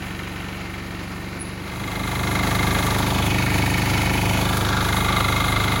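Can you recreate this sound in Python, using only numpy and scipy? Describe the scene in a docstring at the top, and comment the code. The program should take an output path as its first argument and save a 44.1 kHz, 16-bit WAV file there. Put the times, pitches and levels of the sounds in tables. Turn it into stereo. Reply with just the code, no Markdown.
"""A single-cylinder diesel tractor with a trailer drives off down a village road, heard from the verge.
A short, very high chirp sounds; then the verge fades over to the driver's seat, where a hand-held phone
turns away from the engine and swings back, a small dry tick falling on the way.
Throughout, each firing thumps through the exhaust as harmonics and knocks the block into resonance, while
valve gear and tin rattle in time as pulsed noise, over a treble hiss of the phone made of shaped noise."""
import sys
import numpy as np
from scipy import signal
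from scipy.fft import rfft, irfft
from scipy.io import wavfile
from scipy.ndimage import uniform_filter1d

SR = 44100
rng = np.random.default_rng(int(sys.argv[2]) if len(sys.argv) > 2 else 0)


def transcribe(signal):
    """Save signal, clipped to [-1, 1], as a 16-bit WAV file at the path in sys.argv[1]."""
    frames = np.atleast_2d(signal).T
    limited = np.clip(frames, -1, 1)
    pcm = np.round(limited * 32767).astype(np.int16)
    wavfile.write(sys.argv[1], SR, pcm)


N = 255780  # samples

# Each: firing rate in Hz, first knock in s, throttle opening in s, rate gained in Hz per s.
VERGE_FIRING = (23.76, 0.021, 1.15, 1.1)
SEAT_FIRING = (25.24, 0.0128, 0, 0)

# Harmonics of the exhaust at the verge, at the seat facing the engine, and there turned away.
# Each row: multiple of the firing rate, relative level in dB.
VERGE_HARMONICS = [(2, 4.5), (3, 6.5), (4, 9), (5, 5.5), (6, 4.5), (7, 6.5), (8, 10), (10, -8), (11, 0.5),
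                   (13, -2), (14, 3), (15, -2), (19, -3.5)]
FACING_HARMONICS = [(2, -4.5), (3, -2), (4, -2), (5, 0), (6, -9.5), (7, -1), (8, -4), (9, -34), (10, -7.5),
                    (11, -8), (12, -13), (13, -28), (14, -10.5), (15, -16), (17, 0.5), (19, -13.5),
                    (21, -10), (22, -10)]
TURNED_HARMONICS = [(2, -5.5), (3, -2), (4, 1), (5, 0), (6, -10), (7, -3), (8, -7), (9, -10), (10, -16),
                    (11, -9.5), (12, -5.5), (13, -28), (14, -11.5), (15, -12), (17, -30), (19, -25),
                    (21, -52), (22, -34)]
# Slow beats of single harmonics when turned away, keyed by the multiple of the firing rate.
# Each entry: beat rate in Hz, time of a crest in s, depth in dB at a full turn.
HARMONIC_THROB = {3: (2.27, 4.04, 2.9), 4: (3, 3.95, 2.6)}
# Short signed puffs in one cycle, which set the phases of the harmonics.
# Each row: place in the cycle 0-1, signed strength.
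VERGE_PUFFS = [(0.057, -1.0), (0.488, -0.43), (0.794, 0.84)]
SEAT_PUFFS = [(0.198, -0.47), (0.376, 1.0), (0.55, 0.38), (0.879, -0.89)]

# Modes of the block, rung by the knock, and of the cover, rung by the valves half a cycle later.
# Each row: frequency in Hz, width in Hz, relative level in dB left and right facing the engine, then left
# and right turned away, extra lag of the right port in ms when facing, start in cycles after the firing,
# further cycles to the second blow, relative level of that blow in dB.
BLOCK_MODES = [(1168, 121, 19.5, -1, -6, 3, 0.09, -0.0482, 0.36, -8.5),
               (1369, 370, -14, -24.5, -3.5, 3.5, -0.033, -0.0427, 0.44, -13.5),
               (1635, 190, -7.5, -52, -16, -3, -0.21, -0.02, 0.31, -7.5),
               (1804, 165, -30.5, -19, -5.5, -13.5, -0.1, -0.03, 1, -11),
               (2105, 168, 6, 15, -17, -22.5, -0.032, 0.005, .45, -12),
               (2239, 185, -36, -28, -6, -3, 0.37, -0.0112, 0.15, -13),
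               (2522, 220, -18, -21, -4, -11, 0.0046, -0.0098, 0.446, -18),
               (3008, 190, -14, -26, -14.5, -10, 0.014, 0.0262, 0.5, -8),
               (3320, 220, -33, 0, -15, -18.5, -0.046, -0.0076, 0.35, -9),
               (3530, 1170, -17, -15.5, -11, -9, 0.24, -.005, 0.26, -17),
               (3530, 260, -15, -7, -24, -24, 0.05, -0.0074, 0.21, -10),
               (3785, 150, -20, -14, -16, -15.5, 0.34, 0.0027, 0.293, -2),
               (4047, 290, -1.5, -5.5, -22, -27, 0.26, -0.0094, 0.22, -8.5),
               (4456, 340, -39.5, -17.5, -26.5, -10.5, 0.33, 0.035, 0.69, -5),
               (6440, 510, -49, -42, -38, -12, 0.29, 0.038, 0.98, -14)]
COVER_MODES = [(550.4, 110, -16, -20, -18, -36, 0.0, 0.46, .55, -2),
               (704.6, 210, -4, -3, -5, -26, 0.036, .44, .55, -2),
               (848, 247, -7.5, 0, 3.5, -7.5, 0.053, 0.42, 0.92, -10),
               (961, 153, -7, -14, -6, -4.5, 0.026, 0.43, 0.54, -11)]
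# The same block from afar. Each row: frequency in Hz, width in Hz, relative level in dB.
VERGE_BLOCK_MODES = [(773, 280, 7), (1000, 290, 2), (1323, 100, 14), (1500, 170, 8.5), (1824, 200, 9.5),
                     (2101, 140, 6.5), (2300, 260, 1.5), (2820, 550, 4), (3290, 620, 8), (3930, 430, 3.5)]
# Strokes that stand out at the verge. Each row: time in s, level above the rest in dB.
HARD_KNOCKS = [(.114, 4.5), (.198, 4), (.24, 2), (.282, 3), (.366, 3), (.408, 1), (.534, 4.5), (.745, 4.5),
               (.913, 3)]

# Spectra of rattling tin and trailer, and of the hiss. Each row: frequency in Hz, relative dB per Hz.
VERGE_RATTLE = [(88, -23), (150, -9), (197, -11), (232, -11), (319, -11.5), (477, -14.5), (534, -13.5),
                (1270, -12.5), (1650, -18), (2310, -18), (4200, -27), (5200, -31), (7000, -33.5),
                (9100, -73), (15400, -120)]
SEAT_RATTLE = [(88, -9.5), (150, -3), (517, -6.5), (866, -6.5), (1080, -8.5), (1400, -8.5), (1780, -11.5),
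               (2130, -7.5), (3100, -16), (3920, -15.5), (5200, -20.5), (7000, -22.5), (9100, -107),
               (15400, -120)]
HISS_SPECTRUM = [(4500, -64), (6000, -2), (7500, 1.5), (9500, 3.5), (11000, 2), (13000, -1.5), (16000, -1)]

# Turning of the phone. Each row: time in s, share turned from the engine 0-1, lag of the right port in ms.
PHONE_TURN = [(1.8, 0.43, 0.11), (2.4, 0.48, .13), (2.85, 0.48, 0.14), (3.05, 0.62, .2), (3.15, 0.6, 0.25),
              (3.25, 0.79, 0.29), (3.4, 0.86, 0.43), (3.85, 0.84, 0.4), (4.15, 0.82, 0.4), (4.3, 0.79, .34),
              (4.45, 0.62, 0.27), (4.6, 0.6, 0.2), (4.85, 0.53, 0.14), (5.0, 0.46, 0.11), (5.4, 0.45, 0.11)]
# Colour of the ringing modes at middle turn values, nearly full facing the engine, weaker turned away;
# colour on passing the engine's flank; colour once the phone is raised; and at the verge, a fixed colour
# that grows as the tractor draws away. 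Each row: frequency in Hz, gain in dB.
MIDDLE_TURN_COLOUR = [(900, 1.5), (1165, -2.5), (1400, 7.5), (1620, 9.5), (2100, 6.5), (2500, 7),
                      (3000, 8.5), (3500, 5.5), (4000, 4.5)]
FLANK_COLOUR = [(1000, -0.5), (1180, -1.5), (1400, 2), (1620, 5.5), (1850, -1.5), (2110, -3), (2400, 0)]
RAISED_COLOUR = [(70, 0.5), (100, 1), (150, -3), (950, -0.5), (1200, 1.5), (1380, 5), (1650, -3.5),
                 (1850, -3), (2100, 1), (2600, -1.5), (3100, -1), (3500, 3.5), (4000, 1.5), (5500, -1)]
DISTANT_COLOUR = [(200, -3), (300, 5), (500, -0.5), (1500, -1.5), (2200, -0.5), (3300, -4.5), (4000, 1.5),
                  (4700, 0.5), (6500, -2.5), (11000, -9)]

# Each: exhaust, clatter, hiss; the levels are those before the fade from verge to seat.
VERGE_DB = (-32, -32.5, -44.5)  # at the start
RECEDE_DB_PER_S = (-0.5, 0.5, -2.5)  # as the tractor draws away
SEAT_DB = (-22.5, -21, -29.5)  # at a turn value of 0
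TURNED_GAIN_DB = (1, 1.23, -3.5)  # added at a turn value of 1

FADE_S = (1.504, 2.54)  # start and end of the even fade from verge to seat
SWEEP_S = (4.37, 4.8, 5.06)  # start, middle and end of the sweep past the flank
RAISE_S = (4.3, 5.3)  # swinging back, the phone ends aimed higher
KNOCK_FADE_DB_PER_S = -4  # within the clatter, as the trailer hides the receding engine
HARD_KNOCK_S = 0.012  # time from the crest of a hard stroke to 1/e of its dB
VERGE_LAG_MS = 0.4265  # by which the right port hears the clatter late
COVER_LAG_SHARE = 0.15  # the cover lies nearer the middle between the ports
LINGER_SHARE, LINGER_DB = 0.1, -26.5  # faint long ring: share of the mode's width, gain
PATCHY_DB, PATCHY_PER_S = 1.2, 3  # mode levels vary as the hand sways; depth grows with the turn
CHIRP_S, CHIRP_DB, CHIRP_HZ = 1.418, -23.5, 10230  # time and peak of the loudest pulse, mean pitch
CHIRP_PULSES_HZ, CHIRP_RISE_DB_PER_S, CHIRP_FALL_DB_PER_S = 121, 560, 611
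CHIRP_BEFORE, CHIRP_AFTER = 3, 1  # pulses around the loudest
ECHO_DB, ECHO_T60_S = -14, 0.53  # start relative to the chirp, decay by 60 dB
TICK_S, TICK_DB, TICK_T60_S = 4.571, -22, 0.034  # level of the noise before its high-pass
TOP_HZ = 15900


def exhaust(firing, harmonics, puffs, waver_db, right_db, lag_ms):
    """Fourier synthesis: a periodic thump is a sum of harmonics, phased by the puffs of one cycle."""
    turns = turned(firing)
    place, strength = np.transpose(puffs)
    thump = 0
    for k, db in harmonics:
        start = np.angle(np.sum(strength * np.exp(-2j * np.pi * k * place)))
        # roadside walls and bumps make every harmonic waver on its own
        gain = undb(db + waver_db * walk(8))
        thump = thump + gain * np.cos(2 * np.pi * k * turns + start)
    right = lag(thump, lag_ms) * undb(right_db)
    return level(np.array([thump, right]), 0)


def throb(k, turn):
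    """Amplitude modulation: the level of one harmonic beats sinusoidally in dB, deeper with the turn."""
    rate, crest_s, depth_db = HARMONIC_THROB.get(k, (0, 0, 0))
    return depth_db * turn * np.cos(2 * np.pi * rate * (np.arange(N) / SR - crest_s))


def body(modes, turn, port_ms, scatter, turned_late):
    """Modal synthesis: two blows a cycle ring resonances whose level and lag at each port vary with the turn."""
    out = 0
    middle_share = 4 * turn * (1 - turn)  # 1 at a turn value of 0.5
    rough = 0.015 + scatter * turn ** 2  # less direct sound, more scatter
    for hz, width_hz, *db, lag_ms, start, again, again_db in modes:
        facing, away = np.reshape(db, (2, 2, 1))
        start = start + turned_late * turn  # the way round is longer
        first = blows(SEAT_FIRING, start, 1.0, rough, 0.22)
        second = blows(SEAT_FIRING, start + again, 1.2, rough, 0.19)
        rung = ring(first + undb(again_db) * second, hz, width_hz)
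        ports = np.array([rung, lag(rung, port_ms + (1 - turn) * lag_ms)])
        patchy_db = PATCHY_DB * (0.5 + turn) * drift(PATCHY_PER_S)
        colour_db = middle_share * np.interp(hz, *np.transpose(MIDDLE_TURN_COLOUR))
        out = out + undb(facing + turn * (away - facing) + colour_db + patchy_db) * ports
    return out


def distant_knock(t):
    """Modal synthesis from afar: shared blows ring every mode, a few strokes standing out."""
    first = blows(VERGE_FIRING, 0.0202, 1.6, 0.095, 0.13)
    second = blows(VERGE_FIRING, 0.45, 1.9, 0.074, 0.18)
    hits = first + undb(-2.5) * second
    knock = 0
    for hz, width_hz, db in VERGE_BLOCK_MODES:
        knock = knock + undb(db + 2.0 * drift(5.67)) * ring(hits, hz, width_hz)
    hard_db = sum(db * np.exp(-((t - s) / HARD_KNOCK_S) ** 2) for s, db in HARD_KNOCKS)
    return level(knock * undb(KNOCK_FADE_DB_PER_S * t + hard_db), -5.5)


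def blows(firing, late, scatter_db, rough, tail):
    """Impulsive excitation: one blow a cycle of random strength, trailed by a burst of small random impacts."""
    cycle = crank(firing, late)[1]
    strength = undb(scatter_db * rng.standard_normal(cycle[-1] + 1))[cycle]
    impulse = np.diff(cycle, prepend=cycle[0])
    burst = swell_after(firing, late, tail) * rng.standard_normal(N)
    return strength * (impulse + rough * burst)


def resonate(x, hz, width_hz, order):
    """Damped resonance: a complex pole, repeated `order` times, rings at its frequency and decays by its width."""
    pole = np.exp((2j * hz - width_hz) * np.pi / SR)
    return signal.lfilter([(width_hz * np.pi / SR) ** order], np.poly([pole] * order), x)


def ring(x, hz, width_hz):
    """Repeated poles: a blow spread through the casting rings as a round hump, then lingers faintly."""
    spread = resonate(x, hz, width_hz, order=2)
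    hump = resonate(spread, hz, width_hz, order=2)
    linger = resonate(spread, hz, LINGER_SHARE * width_hz, order=1) / np.sqrt(LINGER_SHARE)
    return (hump + undb(LINGER_DB) * linger).imag / np.sqrt(width_hz)


def rattle(firing, spectrum, alike, swell, tail):
    """Modulated noise: loose parts shake all the time, thin ones hardest around the knock, less near the valves."""
    at_knock = swell_after(firing, -0.087, tail, 0.29)
    at_valves = swell_after(firing, 0.49, tail, 0.45)
    beat = swell * (at_knock + 0.1 * at_valves)
    shake = pair(alike) * undb(2.1 * walk(60))
    thin = highpass(shake * beat, 1200)
    return level(colour(shake + thin, spectrum), 0)


def hiss(firing, swell):
    """Modulated noise: a steady treble hiss of the phone flutters and swells once a cycle, the right port leading."""
    beat = 1 + swell * swell_after(firing, -0.018, 0.23, 0.073)
    left, right = pair(0.86) * beat * undb(0.78 * walk(7.5) + 2.65 * walk(40))
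    hz = np.fft.rfftfreq(N, 1 / SR)
    # a lead of 1/4900 s, with the two ports in phase at 11 kHz
    right = irfft(rfft(right) * np.exp(2j * np.pi * (hz - 11000) / 4900), N)
    return level(colour([left, right], HISS_SPECTRUM), 0)


def verge():
    """Distant source: a blurred, uneven knock with much rattle, a fixed colour growing as it draws away."""
    t = np.minimum(np.arange(N) / SR, FADE_S[1])
    note_db, clatter_db, hiss_db = (db + slope * t for db, slope in zip(VERGE_DB, RECEDE_DB_PER_S))
    left, right = distant_knock(t) + rattle(VERGE_FIRING, VERGE_RATTLE, 0.24, 1.4, 0.28)
    clatter = np.array([left, lag(right, VERGE_LAG_MS)])
    away = np.minimum(t / FADE_S[0], 1)
    clatter = blend(clatter, DISTANT_COLOUR, away)
    note = exhaust(VERGE_FIRING, VERGE_HARMONICS, VERGE_PUFFS, 0.66, 1.7, 0.1)
    treble = hiss(VERGE_FIRING, 0.58)
    return undb(note_db) * note + undb(clatter_db) * clatter + undb(hiss_db) * treble


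def seat():
    """Near source with a delay between ports: the further the phone turns, the later the right one hears clatter."""
    t = np.arange(N) / SR
    turn, port_ms = np.clip(curves(PHONE_TURN), 0, 1)
    note_db, clatter_db, hiss_db = (db + gain * turn for db, gain in zip(SEAT_DB, TURNED_GAIN_DB))
    block = level(body(BLOCK_MODES, turn, port_ms, 0.11, 0.03), -3.5)
    cover = level(body(COVER_MODES, turn, COVER_LAG_SHARE * port_ms, 0.0069, 0.02), -11.0)
    left, right = rattle(SEAT_FIRING, SEAT_RATTLE, 0.35, 2.3, 0.16) * undb(-4.0)
    clatter = block + cover + np.array([left, lag(right, port_ms)])
    harmonics = []
    for (k, db), (_, away_db) in zip(FACING_HARMONICS, TURNED_HARMONICS):
        harmonics.append((k, db + turn * (away_db - db) + throb(k, turn)))
    note = exhaust(SEAT_FIRING, harmonics, SEAT_PUFFS, 1.7, 2.0, 0.2)
    treble = hiss(SEAT_FIRING, 1.18)
    near = undb(note_db) * note + undb(clatter_db) * clatter + undb(hiss_db) * treble
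    near = blend(near, FLANK_COLOUR, np.interp(t, SWEEP_S, (0, 1, 0)))
    return blend(near, RAISED_COLOUR, np.interp(t, RAISE_S, (0, 1)))


def chirp():
    """Pulsed tone of wandering pitch: quick pulses swell and sink, and house fronts smear an echo after them."""
    t = np.arange(N) / SR - CHIRP_S
    at = np.arange(-CHIRP_BEFORE, CHIRP_AFTER + 1) / CHIRP_PULSES_HZ
    pulse_db = CHIRP_DB + np.minimum(CHIRP_RISE_DB_PER_S * at, -CHIRP_FALL_DB_PER_S * at)
    envelope = sum(undb(db) * np.exp(-((t - s) / 0.0027) ** 2) for s, db in zip(at, pulse_db))
    wander = 1.9 * np.cumsum(walk(280)) * 600 / SR  # radians
    call = envelope * np.sin(2 * np.pi * CHIRP_HZ * t + wander)
    smear = level(ring(rng.standard_normal((2, N)), CHIRP_HZ, 600), CHIRP_DB + ECHO_DB)
    onset = np.clip(t * CHIRP_PULSES_HZ, 0, 1)
    decay = undb(-60 * np.maximum(t, 0) / ECHO_T60_S)
    return call + smear * onset * decay


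def tick():
    """Impulsive noise: a small dry tick is treble noise that starts at once and decays exponentially."""
    t = np.arange(N) / SR - TICK_S
    bright = highpass(rng.standard_normal(N), 5000)
    return (t > 0) * bright * undb(TICK_DB - 60 * np.maximum(t, 0) / TICK_T60_S)


def turned(firing):
    """Phase as the integral of rate: cycles since the first knock, with a steady rise once the throttle opens."""
    rate, first_s, throttle_s, gain = firing
    t = np.arange(N) / SR
    return (t - first_s) * rate + gain / 2 * np.maximum(t - throttle_s, 0) ** 2


def crank(firing, late):
    """Cyclic phase: share of the cycle passed since `late` cycles after the knock, and the cycle count."""
    turns = turned(firing) - late + 2  # the 2 keeps the count positive
    return turns % 1, turns.astype(int)


def swell_after(firing, late, tail, rise=0.061):
    """Exponential envelope: a swell once a cycle builds over `rise` cycles and dies away over `tail` cycles."""
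    phase = crank(firing, late)[0]
    return (1 - np.exp(-phase / rise)) * np.exp(-phase / tail)


def pair(alike):
    """Partial coherence: two noises share a given correlation in the treble and are the same in the bass."""
    mid, side = rng.standard_normal((2, N))
    side = highpass(side, 700)
    alike = np.clip(alike, 0, 1)
    return np.sqrt(1 + alike) * mid + np.sqrt(1 - alike) * side * np.array([[1], [-1]])


def walk(rate):
    """Smoothed random process: a moving average slews between random levels held for 1 / rate s."""
    k = int(SR / rate)
    held = np.repeat(rng.standard_normal(N // k + 1), k)
    return 0.58 * uniform_filter1d(held, k)[:N]


def drift(rate):
    """Interpolated random process: straight lines join random levels every 1 / rate s."""
    at = np.arange(N) * rate / SR
    return np.interp(at, np.arange(100), rng.standard_normal(100))


def lag(x, ms):
    """Propagation delay: reading the wave at an earlier, possibly moving, instant makes it arrive late."""
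    return np.interp(np.arange(N) - ms * SR / 1000, np.arange(N), x)


def colour(x, table):
    """Spectral filtering: each frequency takes the gain read from a table along a logarithmic axis."""
    hz, db = np.transpose(table)
    log_hz = np.log(np.maximum(np.fft.rfftfreq(N, 1 / SR), 1))
    return irfft(rfft(x) * undb(np.interp(log_hz, np.log(hz), db)), N)


def blend(x, table, share):
    """Crossfaded filtering: a moving share of the coloured sound replaces the plain one."""
    return x + share * (colour(x, table) - x)


def highpass(x, hz):
    """Second-order high-pass: energy below the corner is attenuated."""
    return signal.sosfilt(signal.butter(2, hz, "high", fs=SR, output="sos"), x)


def curves(table):
    """Linear interpolation: the columns of a time table, sample by sample."""
    s, *columns = np.transpose(table)
    return [np.interp(np.arange(N) / SR, s, column) for column in columns]


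def undb(db):
    """Logarithmic level: 20 dB is a factor of ten in amplitude."""
    return 10 ** (np.asarray(db) / 20)


def level(x, db):
    """Effective value: scale to an rms level over the whole length."""
    return x * undb(db) / np.sqrt(np.mean(x ** 2))


def scene():
    """Superposition: the verge fades linearly into the seat, with the chirp and the tick added."""
    share = np.interp(np.arange(N) / SR, FADE_S, (0, 1))
    return (1 - share) * verge() + share * seat() + chirp() + tick()


def record(dry):
    """Band limitation: the phone cuts the top with a steep elliptic low-pass."""
    return signal.sosfilt(signal.ellip(10, 0.2, 80, TOP_HZ, fs=SR, output="sos"), dry)


dry = scene()
out = record(dry)
transcribe(out)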